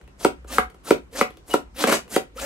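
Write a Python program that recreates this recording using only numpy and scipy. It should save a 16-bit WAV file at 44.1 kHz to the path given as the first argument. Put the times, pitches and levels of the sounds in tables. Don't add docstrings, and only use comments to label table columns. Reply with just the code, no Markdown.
import sys
import numpy as np
from scipy import signal
from scipy.fft import rfft, irfft, next_fast_len
from scipy.io import wavfile

SR = 44100
rng = np.random.default_rng(int(sys.argv[2]) if len(sys.argv) > 2 else 0)


def unload_wav(signal):
    wavfile.write(
        sys.argv[1],
        SR,
        np.round(np.clip(np.atleast_2d(signal).T, -1, 1) * 32767).astype(np.int16),
    )


def volts(x):
    e = np.asarray(x, float) / 20
    return 10 ** e


N = 108045
T = np.arange(N) / SR
EDGES = 24 * 2 ** np.arange(0, 9.6, .5)
SIDE = np.array([[1], [-1]])


def rms_one(x):
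    return x / np.sqrt(np.mean(x ** 2) + 1e-20)


def at_hz(points, hz):
    table = np.array(points)
    return np.interp(np.log(hz), np.log(table[:, 0]), table[:, 1])


def edge(x, hz, kind, order):
    return signal.sosfilt(signal.butter(order, hz, kind, fs=SR, output="sos"), x)


def drift(rate_hz):
    count = int(N / SR * 2 * 400) + 2
    return 1.22 * np.interp(T * 2 * rate_hz, np.arange(count), rng.standard_normal(count))


def ring(x, hz, t60):
    radius = volts(-60 / (t60 * SR))
    angle = 2 * np.pi * hz / SR
    return signal.lfilter([0, np.sin(angle)], [1, -2 * radius * np.cos(angle), radius ** 2], x + 1e-18)


def bands(white, gain, alike=None):
    out = 0
    for k, (low, high) in enumerate(zip(EDGES, EDGES[1:])):
        part = signal.sosfilt(signal.butter(2, [low, high], "band", fs=SR, output="sos"), white[k % 2])
        hz = np.sqrt(low * high)
        if alike:
            c = np.clip(at_hz(alike, hz), -1, 1)
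            part = np.sqrt(1 + c) * part[0] + np.sqrt(1 - c) * part[1] * SIDE
        out = out + gain(hz) * part
    return out


def hiss(colour, patchy_db, white=None):
    if white is None:
        white = rng.standard_normal((2, N))
    together = drift(60)
    return rms_one(bands(white, lambda hz: volts(at_hz(colour, hz) + patchy_db * (together + drift(40)))))


def wavering_tone(hz, width_hz):
    phase = 2 * np.pi * np.cumsum(hz) / SR
    return rms_one(drift(width_hz) * np.cos(phase) + drift(width_hz) * np.sin(phase))


# (frequency [Hz], level [dB])
FLOOR = [(15, -32), (25, -6), (59, 0), (531, -8), (677, -16), (754, -12), (5880, -32), (8140, -30.5),
         (16000, -59)]
# (frequency [Hz], left-right likeness [-1 to 1])
LIKENESS = [(60, .8), (250, .6), (700, 0), (2000, -.4), (5000, -.2), (12000, 0)]


def room_noise():
    white = rng.standard_normal((2, 2, N))
    floor = bands(white, lambda hz: volts(at_hz(FLOOR, hz) + 2.0 * drift(7.5)), LIKENESS)
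    return volts(-54) * rms_one(floor)


# (time [s], level [dB])
RUMBLE = [(0.0, -84), (0.04, -46), (0.12, -56.5), (0.65, -42), (0.75, -57.5), (1.25, -50.5), (1.29, -69),
          (1.32, -56), (1.72, -48.5), (2.34, -54.5), (2.41, -44.5), (2.45, -49)]


def distant_drone():
    s, db = np.transpose(RUMBLE)
    mid, side = (wavering_tone(np.full(N, 55.2), width_hz=14) for _ in "ms")
    return volts(np.interp(T, s, db)) * (mid + volts(-22) * side * SIDE)


# (frequency [Hz], t60 [s])
ROOM_T60 = [(150, 0.25), (400, 0.15), (1000, 0.2), (2800, 0.19), (5000, 0.17), (14000, 0.15)]
# (frequency [Hz], level [dB])
ROOM_DB = [(150, -4), (500, -4.5), (1300, -5.5), (2500, 0.5), (4000, 0), (8000, 0.5), (15000, -2.5)]
# (frequency [Hz], left lead [rad])
PORT_PHASE = [(100, 0.59), (700, -0.35), (1400, -0.8), (2100, -1.1), (4500, -1.07), (7000, -0.87),
              (16000, 1)]
# (frequency [Hz], left minus right [dB])
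LEAN = [(60, 5), (150, 0.0), (380, -1.5), (950, 0.5), (2380, 4.5), (5980, -0.5), (15000, 0.0)]


def room(x):
    size = next_fast_len(N + SR)
    t = T[:SR // 3]
    hz = np.arange(size // 2 + 1) * SR / size + 1
    onset = np.clip((t - .004) / 0.0038, 0, 1)

    def decay(f):
        t60 = at_hz(ROOM_T60, f)
        return volts(at_hz(ROOM_DB, f) - 60 * t / t60) * np.sqrt(7 / t60 / SR) * onset

    tail = bands(rng.standard_normal((2, 2, len(t))), decay, LIKENESS)
    direct = np.exp(.5j * SIDE * at_hz(PORT_PHASE, hz))
    ports = volts(SIDE * at_hz(LEAN, hz) / 2) * (direct + rfft(tail, size))
    return irfft(rfft(x, size) * ports, size)[:, :N]


# (time [s], length [s], frequency [Hz], rise [Hz], level [dB])
SQUEAKS = [
    (1.503, .026, 2920, 20, -33),
    (2.147, .016, 3220, 60, -34),
    (.868, .018, 1300, 40, -37),
    (2.36, .018, 500, 20, -36),
    (2.376, .02, 1200, 250, -34),
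    (1.124, .014, 480, 10, -40),
    (.488, .03, 1180, 60, -44),
]


def squeaks():
    out = np.zeros(N)
    for s, length, hz, rise_hz, db in SQUEAKS:
        u = np.clip((T - s) / length, 0, 1)
        cycles = length * (hz * u + rise_hz * u ** 2 / 2)
        out += volts(db + 1.0) * np.sin(np.pi * u) * np.sin(2 * np.pi * cycles)
    return out


# (time [s], level [dB])
REBOUND = [
    (1.856, -48),
    (1.868, -37),
    (1.874, -19.5),
    (1.883, -28.5),
    (1.895, -22),
    (1.908, -29.5),
    (1.924, -21),
    (1.948, -29),
    (1.997, -50.5),
]
# (frequency [Hz], level [dB per Hz])
REBOUND_COLOUR = [(53, -32.5), (90, -11), (224, 1.5), (568, 0.5), (876, -5), (2380, -7.5), (2800, -16.5),
                  (8000, -16.5), (16000, -29.5)]


def slip_train():
    slipping = rng.random(N) < 2600 / SR
    height = volts(4.3 * np.minimum(rng.exponential(1, N), 3))
    return rms_one(slipping * height * rng.choice([-1, 1], N))


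def rebound():
    slips = np.array([slip_train() for _ in range(2)])
    grit = hiss(REBOUND_COLOUR, 1.5, .5 * slips + .5 * rng.standard_normal((2, N)))
    body = rms_one(sum(volts(db) * ring(slips[0], hz, t60) for hz, db, t60, _ in PULL_MODES + PUSH_MODES))
    s, db = np.transpose(REBOUND)
    pressure_db = np.interp(T, s, db + 4.5, left=-120, right=-120)
    sputter_db = 1.5 * drift(150)
    return volts(pressure_db + sputter_db) * (grit + volts(-12) * body)


def speed(strokes, swell):
    gain, travel = np.zeros(N), np.zeros(N)
    for start, stop, db, _ in strokes:
        u = np.clip((T - start) / (stop - start), 0, 1)
        die_away = np.exp(-np.maximum(T - stop, 0) / 0.0097)
        gain += volts(db) * np.sin(np.pi * u / 2) ** swell * die_away
        travel += u * (T < stop + .05)
    return gain, travel


# (start [s], stop [s], hiss at the stop [dB], knock [dB])
PULLS = [
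    (0.155, 0.2479, -33.5, -12),
    (0.807, 0.9066, -34, -13),
    (1.424, 1.5387, -36.5, -14.5),
    (2.058, 2.1619, -30.5, -15.5),
]
# (frequency [Hz], level [dB per Hz])
PULL_HISS = [(88, -22), (150, -1), (545, -0.5), (2140, -10.5), (2870, -9), (3220, -10), (8230, -11),
             (14000, -15.5), (16000, -37)]


def pulls():
    gain, _ = speed(PULLS, swell=4.2)
    return gain * hiss(PULL_HISS, patchy_db=2.54)


# (start [s], stop [s], hiss at the stop [dB], knock [dB])
PUSHES = [
    (0.455, 0.5835, -31.5, -13.5),
    (1.102, 1.2118, -31, -12.5),
    (1.732, 1.839, -29, -12.5),
    (2.334, 2.463, -30.5, -18),
]
# (frequency [Hz], level [dB per Hz])
PUSH_HISS = [(88, -50), (150, -22.5), (280, -5), (406, -25.5), (566, 2), (702, -18), (871, -12.5),
             (8070, -19.5), (16000, -29.5)]
BARREL_DB = [-6.5, -7, -19, -34, -17.5]


def pushes():
    gain, travel = speed(PUSHES, swell=2.16)
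    lowest_hz = 229.8 * (1 + .28 * travel)
    tones = sum(volts(db) * wavering_tone(k * lowest_hz, width_hz=36) for k, db in enumerate(BARREL_DB, 1))
    return gain * (hiss(PUSH_HISS, patchy_db=2.65) + tones)


def knocks(hits, modes):
    spread_db, swell_cycles, crack_t60 = 3, 0.78, 0.034
    out, crack = np.zeros(N), np.zeros(N)
    s, db, crack_db = np.transpose([h for h in hits if h[0] < (N - 400) / SR])
    for hz, level_db, t60, late in modes:
        clicks = np.zeros(N)
        chance_db = spread_db * rng.standard_normal(len(s))
        clicks[((s + late) * SR).astype(int)] = volts(db + level_db + 12.5 + chance_db)
        u = np.arange(0, 2 * swell_cycles, hz / SR)
        contact = np.cos(2 * np.pi * u) * np.sin(np.pi * u / (2 * swell_cycles)) ** 2
        out += ring(signal.lfilter(4 * contact / len(u), [1], clicks), hz, t60)
    crack[(s * SR).astype(int)] = volts(db + crack_db + 10.5)
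    return out, signal.lfilter([1], [1, -volts(-60 / (crack_t60 * SR))], crack)


# (frequency [Hz], level [dB], t60 [s], delay [s])
PULL_MODES = [(1341, -6, 0.018, .001), (447.5, 5.5, 0.015, 0.001974), (385.6, -10.5, .06, 0.0021),
              (283.3, -24.5, 0.21, 0.0022), (755, -18.5, 0.15, .002), (521, -6.5, 0.022, 0.00191),
              (948, -8, 0.021, .001), (2450, -24.5, 0.013, 0.00067), (3500, -27.5, .006, 0.00098),
              (8240, -17.5, .006, 0.00048)]
# (frequency [Hz], level [dB], t60 [s], delay [s])
PUSH_MODES = [(1303, 1, 0.012, 0.00026), (479, -9.5, 0.032, 0.00094), (221.5, -16.5, 0.035, 0.0018),
              (742, -22, 0.15, 0.0017), (557, -18.5, 0.028, 0.0014), (1583, -16.5, 0.023, 0.00034),
              (1975, -10, 0.0092, 0.00038), (2800, -21, 0.0071, 0.00021), (4220, -33.5, 0.0069, .0001)]
# (time [s], peak [dB], brightness [dB])
TICKS = [(0.013, -42, -3), (0.039, -52, -1), (0.077, -40.5, -5), (0.445, -30.5, -17.5), (0.7, -43, 4),
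         (0.744, -37, -6), (0.763, -55, -8.5), (1.304, -33.5, -3), (1.34, -43, -6), (1.371, -36.5, -7),
         (2.079, -39, -1)]
# (frequency [Hz], level [dB per Hz])
CRACK_COLOUR = [(150, -11), (500, 0.5), (2500, -2), (3500, -6), (6000, -16), (8500, -12.5), (16000, -20)]


def stops_and_ticks():
    pull_hits = [(stop, db, -12.5) for _, stop, _, db in PULLS]
    push_hits = [(stop, db, -16) for _, stop, _, db in PUSHES]
    tick_hits = [(s, db - 19, bright_db) for s, db, bright_db in TICKS]
    pull, pull_crack = knocks(pull_hits + tick_hits, PULL_MODES)
    push, push_crack = knocks(push_hits, PUSH_MODES)
    crack = pull_crack + push_crack
    onsets = np.maximum(np.diff(crack, prepend=0), 0)
    snap = edge(onsets, 3800, "low", order=1)
    return pull + push + volts(10) * snap + crack * hiss(CRACK_COLOUR, patchy_db=1.96)


def scene():
    gun = squeaks() + rebound() + pulls() + pushes() + stops_and_ticks()
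    return room_noise() + distant_drone() + room(edge(gun, 176.5, "high", order=3))


def low_pass(x):
    return signal.sosfilt(signal.butter(12, 16540, fs=SR, output="sos"), x)


def record(dry):
    rounded = 1.313 * np.tanh(dry / 1.238)
    top_cut = signal.cheby2(14, 40, 16100, fs=SR, output="sos")
    return low_pass(signal.sosfilt(top_cut, rounded))


dry = scene()
out = record(dry)
unload_wav(out)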